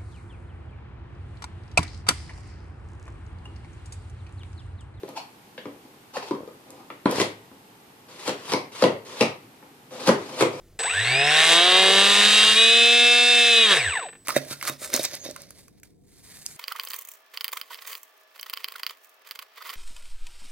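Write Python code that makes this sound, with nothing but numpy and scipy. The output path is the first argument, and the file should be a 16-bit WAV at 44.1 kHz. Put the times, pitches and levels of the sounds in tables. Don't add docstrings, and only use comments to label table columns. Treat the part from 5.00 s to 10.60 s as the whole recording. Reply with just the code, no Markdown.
import sys
import numpy as np
from scipy import signal
from scipy.fft import rfft, irfft, next_fast_len
from scipy.io import wavfile

SR = 44100
rng = np.random.default_rng(int(sys.argv[2]) if len(sys.argv) > 2 else 0)


def pcm_store(signal):
    levels = np.round(np.clip(np.atleast_2d(signal), -1, 1) * 32767)
    wavfile.write(sys.argv[1], SR, levels.astype(np.int16).T)


N = 246959

# start t/s, stop t/s, drag level/dB, rush level/dB, panel load/dB re drag,
# stop level/dB, seating level/dB, struck spot f/Hz, hardness/dB, clack f/Hz,
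# edge snap/dB re blow, box ring/dB re stop
TURNS = [(1.133, 1.1685, -39.5, -53, -0.5, -25.5, -47, 513, -1.5, 1100, -32, -10.5),
         (2.088, 2.2, -33, -23, -11, -15, -16.5, 400, -8, 1600, -15, -4),
         (3.08, 3.278, -44.5, -26, -6, -23, -21.5, 536, -1, 1350, -11, -1.5),
         (3.362, 3.52, -44.5, -26, -1, -26, -15.5, 432, -4.5, 940, -2.5, -9.5),
         (3.715, 3.8237, -38, -26, -26, -9, -8.5, 525, -11, 1050, -10.5, -2.5),
         (4.046, 4.2094, -41, -27, -5, -12.5, -19, 468, -3, 2220, -11.5, 3),
         (4.903, 5.0747, -39.5, -22.5, 5.5, -10.5, -7.5, 538, -8.5, 1150, -33, 0.5),
         (5.173, 5.4086, -41.5, -23.5, 5.5, -13, -9, 410, -4, 970, -32, -2)]
# t/s, level/dB, struck spot f/Hz, hardness/dB, clack f/Hz, box ring/dB re blow
ROCKING = [(.0334, -25, 389, -16.5, 946, -11), (0.579, -33.5, 530, 0.5, 2150, -7),
           (0.6556, -29.5, 417, -3, 950, -1), (.851, -40, 282, -17, 1060, -8),
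           (1.228, -39.5, 445, 1, 1330, -19), (1.3094, -17, 360, -16, 950, -8),
           (1.35, -30, 400, -10, 960, -12), (1.4757, -31.5, 458, -18, 980, -6),
           (1.805, -50, 770, -14, 1000, -13), (1.902, -39, 563, 8, 1370, 0),
           (2.057, -8, 284, -3.5, 910, -4.5), (2.125, -20, 513, -4, 945, -22),
           (2.515, -39.5, 267, -10, 960, -9), (4.626, -52, 434, 8, 960, 9)]
# f/Hz, level/dB, T60/s
BOX_MODES = [(109.5, -35, 0.54), (141.2, -27.5, 0.34), (183.5, -22, 0.15), (225.7, -13.5, 0.15),
             (282.4, -15, 0.26), (336.3, -16, 0.17), (404.4, -24.5, 0.4), (505.3, -16, 0.24),
             (548, -12, 0.035), (614, -21, 0.17), (835.4, -19, 0.11), (884, -22.5, 0.13),
             (998.6, -7, 0.044), (1047, -22.5, 0.069), (1219, -28, 0.16), (1947, -32, 0.21),
             (2167, -22, 0.054), (2294, -60, 0.039), (2390, -33.5, 0.084), (3276, -38, 0.24)]
# f/Hz, level/dB
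SNAP_SPECTRUM = [(1200, 7.5), (3000, 8), (4500, 15), (6000, 5.5), (9500, 1.5), (14000, -26)]
# start t/s, end t/s, drag level/dB, panel load/dB re drag
SLIDES = [(.072, 0.096, -51, 15.5), (0.156, .18, -43, 0), (1.217, 1.287, -48, -21),
          (1.654, 1.804, -63.5, 19.5), (5.522, 5.612, -44.5, 13)]
# f/Hz, level/dB
DRAG_SPECTRUM = [(100, -36), (300, 1), (520, 9), (740, -8), (1000, 7), (1400, -3.5), (2400, -4.5),
                 (3400, -4), (4600, -4), (6200, -7), (10000, -12), (14000, -30)]
# f/Hz, level/dB
RUSH_SPECTRUM = [(150, 1), (500, -4.5), (1000, 9), (1500, -5), (2300, -1), (3400, -1.5), (4600, -0.5),
                 (6200, -8.5), (10000, -9), (14000, -25)]
# peak t/s, level/dB
SQUEAKS = [(0.178, -28.5), (1.162, -31), (1.23, -35.5), (1.284, -40)]
# f/Hz, bandwidth/Hz, level/dB
DISC_MODES = [(849.4, 36.4, 3), (1050, 78, -4), (2740, 307, -7), (4450, 170, -6), (5240, 510, -10)]
# t/s, level/dB
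TICKS = [(.09, -33.5), (1.7049, -31), (1.748, -53), (2.1119, -19), (2.244, -33), (4.051, -42)]
# f/Hz, T60/s
ROOM_T60 = [(120, 0.35), (700, 0.32), (2000, 0.36), (5000, 0.28), (12000, 0.24)]
# f/Hz, level/dB
ROOM_SPECTRUM = [(50, -66), (130, -8.5), (400, -2.5), (1000, 1.5), (2500, 5), (6000, 2), (14000, 1)]
# f/Hz, level/dB
NOISE_SPECTRUM = [(15, -42), (25, -20), (81, -16), (111, -3.5), (189, -3), (282, -2.5), (368, -3.5),
                  (480, -6), (594, -11.5), (818, -5.5), (1320, -12), (3100, -16), (6700, -23), (14500, -22)]

OVERRUN_S, SEATING_S = 0.0088, 0.0155
REBOUND_S = 0.012


def knocks(thud_db=8, box_db=5, wood_db=3, edge_db=2, thud_t60=0.032, clack_t60=0.02, snap_t60=0.0089,
           clack_width=0.66, contact_s=0.0018, edge_s=0.000067, spread_s=0.0041):
    out, t = np.zeros(N), np.arange(SR * 2 // 5) / SR
    for s, db, hz, hardness_db, clack_hz, ring_db, snap_db in blows():
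        thud = -np.sin(2 * np.pi * hz * t) * fade(t, thud_t60) * (1 - np.exp(-t / contact_s))
        ring = box_ring(t) * (1 - np.exp(-t / spread_s))
        clack = resonance(rng.standard_normal(len(t)), clack_hz, clack_width * clack_hz)
        clack = butterworth(clack * fade(t, clack_t60), 2, 1.92 * clack_hz, "low")
        snap = unit(colour(rng.standard_normal(len(t)), SNAP_SPECTRUM)) * fade(t, snap_t60)
        hard = undb(wood_db + hardness_db) * clack + undb(edge_db + snap_db) * snap
        hard *= 1 - np.exp(-t / edge_s)
        add(out, s, undb(db) * (undb(thud_db) * thud + undb(box_db + ring_db) * ring + hard))
    return out


def blows(seat_hardness_db=1.5, seat_ring_db=-2, rock_snap_db=-17, rebound_db=-15):
    for _, stop, _, _, _, stop_db, seat_db, hz, hardness_db, clack_hz, snap_db, ring_db in TURNS:
        yield stop, stop_db, hz, hardness_db, clack_hz, ring_db, snap_db
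        seated = stop + SEATING_S
        yield seated, seat_db, hz, hardness_db + seat_hardness_db, clack_hz, seat_ring_db, snap_db
    for s, db, *contact in ROCKING:
        yield s, db, *contact, rock_snap_db
        yield s + REBOUND_S, db + rebound_db, *contact, rock_snap_db


def box_ring(t, scatter_db=5.0, detune=0.0085):
    hz, db, t60 = np.transpose(BOX_MODES)
    share, shift = rng.standard_normal((2, len(hz)))
    gain = (-1) ** np.arange(len(hz)) * undb(db + scatter_db * share)
    hz = hz * (1 + detune * shift)
    return gain @ (np.sin(2 * np.pi * hz[:, None] * t) * fade(t, t60[:, None]))


def cracks(crack_db=8, t60=0.0073, band_hz=(1500, 7500)):
    out, t = np.zeros(N), np.arange(SR // 20) / SR
    for _, stop, _, rush_db, *_ in TURNS:
        for s in (stop, stop + SEATING_S):
            burst = unit(butterworth(rng.standard_normal(len(t)), 3, band_hz, "band"))
            add(out, s, undb(rush_db + crack_db) * burst * fade(t, t60))
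    return out


def rubbing(grain_db=2.5, slip_db=2.5, slips_per_s=110, friction_db=-1, panel_db=-8, panel_hz=950):
    t = np.arange(N) / SR
    fibres = rng.standard_normal(N) * undb(grain_db * rng.exponential(size=N))
    slips = np.interp(t * slips_per_s, np.arange(N), rng.standard_normal(N))
    fibres = unit(fibres) * undb(slip_db * slips)
    drag, rush, load = motion(t)
    ring = butterworth(box_ring(t[:SR // 2]), 2, panel_hz, "low")
    panels = signal.fftconvolve(fibres * load, ring / np.linalg.norm(ring))[:N]
    slow = unit(colour(fibres, DRAG_SPECTRUM)) * drag
    fast = unit(colour(fibres, RUSH_SPECTRUM)) * rush
    return undb(friction_db) * (slow + fast) + undb(panel_db) * panels


def motion(t, swell_db_per_s=27.5, rush_rise_s=0.01, haste=0.29):
    drag, rush, load = np.zeros((3, N))
    for start, stop, drag_db, rush_db, load_db, stop_db, *_ in TURNS:
        end = stop + OVERRUN_S
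        gate, remaining_s = moving(t, start, end), np.maximum(end - t, 0)
        drag += gate * undb(drag_db - swell_db_per_s * remaining_s)
        load += gate * undb(drag_db + load_db)
        rise_s = rush_rise_s / undb(haste * stop_db)
        rush += gate * undb(rush_db) * np.exp(-remaining_s / rise_s)
    for start, end, drag_db, load_db in SLIDES:
        pull = moving(t, start, end) * undb(drag_db)
        drag += pull
        load += pull * undb(load_db)
    return drag, rush, load


def moving(t, start, end, grip_s=0.0081, halt_s=0.0037):
    return np.clip((t - start) / grip_s, 0, 1) * np.exp(-np.maximum(t - end, 0) / halt_s)


def squeaks(rise_s=0.0088, fall_s=0.0035):
    t, tone = np.arange(N) / SR, 0
    for hz, width_hz, mode_db in DISC_MODES:
        slip = np.cumsum(rng.standard_normal(N)) * np.sqrt(2 * np.pi * width_hz / SR)
        tone = tone + undb(mode_db) * np.sin(2 * np.pi * hz * t + slip)
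    swell = sum(undb(db) * np.exp(np.minimum((t - s) / rise_s, (s - t) / fall_s)) for s, db in SQUEAKS)
    return unit(tone) * swell


def taps(settle_s=0.12, settle_db=-11, rise_s=0.00068, spot_hz=420, detune=0.12, count=3):
    out, t = np.zeros(N), np.arange(SR // 20) / SR
    touch = t / rise_s * np.exp(1 - t / rise_s)
    for s, db, *_ in ROCKING:
        for when, size, shift in rng.random((count, 3)):
            tone = np.sin(2 * np.pi * spot_hz * (1 + detune * (2 * shift - 1)) * t)
            add(out, s + REBOUND_S + settle_s * when, undb(db + settle_db) * (.5 + size) * tone * touch)
    return out


def ticks(t60=0.006, band_hz=(3800, 11500)):
    out, t = np.zeros(N), np.arange(SR // 20) / SR
    for s, db in TICKS:
        burst = unit(butterworth(rng.standard_normal(len(t)), 2, band_hz, "band"))
        add(out, s, undb(db) * burst * fade(t, t60))
    return out


def reverberation(x, wet_db, delay_s=0.00077, frame_size=384):
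    hop = frame_size // 4
    frames = dict(fs=SR, nperseg=frame_size, noverlap=frame_size - hop)
    delayed = np.pad(x, (int(delay_s * SR), 0))[:N]
    hz, _, source = signal.stft(delayed, **frames)
    retained = fade(hop / SR, lookup(ROOM_T60, hz)) ** 2
    stored = [signal.lfilter([1 - k], [1, -k], abs(band) ** 2) for k, band in zip(retained, source)]
    field = signal.stft(diffuse(N), **frames)[2]
    field = field / np.sqrt(np.mean(abs(field) ** 2))
    gain = undb(wet_db + lookup(ROOM_SPECTRUM, hz))[:, None]
    return signal.istft(field * gain * np.sqrt(stored), **frames)[1][:, :N]


def room_noise(level_db=-51.5):
    return undb(level_db) * unit(colour(diffuse(N), NOISE_SPECTRUM))


def diffuse(n, spacing_m=0.16, sound_m_per_s=343):
    coherence = .98 * np.sinc(2 * np.fft.rfftfreq(n, 1 / SR) * spacing_m / sound_m_per_s)
    mid, side = rfft(rng.standard_normal((2, n))) * np.sqrt([(1 + coherence) / 2, (1 - coherence) / 2])
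    return irfft([mid + side, mid - side], n)


def resonance(x, hz, width_hz):
    return unit(signal.lfilter(*signal.iirpeak(hz, hz / width_hz, fs=SR), x))


def butterworth(x, order, hz, kind):
    return signal.sosfilt(signal.butter(order, hz, kind, fs=SR, output="sos"), x)


def colour(x, points):
    n = next_fast_len(x.shape[-1])
    gain = undb(lookup(points, np.fft.rfftfreq(n, 1 / SR)))
    return irfft(rfft(x, n) * gain, n)[..., :x.shape[-1]]


def lookup(points, hz):
    f, value = np.transpose(points)
    return np.interp(np.log(hz + 1), np.log(f), value)


def fade(t, t60):
    return np.exp(-np.log(1000) * t / t60)


def undb(db):
    return 10 ** (np.asarray(db) / 20)


def unit(x):
    return x / np.sqrt(np.mean(x ** 2))


def add(track, s, sound):
    i = int(np.clip(s * SR, 0, N - 1))
    track[i:i + len(sound)] += sound[:N - i]


def scene(left_db=0.75, lag_samples=3, wet_db=-2, rub_wet_db=2, tick_wet_db=-5, box_hz=88, rumble_hz=82):
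    hits = butterworth(knocks() + taps(), 4, box_hz, "high")
    rub = butterworth(rubbing() + squeaks(), 4, box_hz, "high")
    clicks = ticks() + cracks()
    near = hits + rub + clicks
    direct = np.array([near, np.pad(near, (lag_samples, 0))[:N]])
    into_room = hits + undb(rub_wet_db) * rub + undb(tick_wet_db) * clicks
    reverb = butterworth(reverberation(into_room, wet_db), 4, rumble_hz, "high")
    return (direct + reverb) * undb([[left_db], [-left_db]]) + room_noise()


def record(dry, bottom_hz=25, top_hz=14550):
    x = butterworth(dry, 2, bottom_hz, "high")
    return signal.sosfilt(signal.ellip(10, .2, 80, top_hz, fs=SR, output="sos"), x)


dry = scene()
out = record(dry)
pcm_store(out)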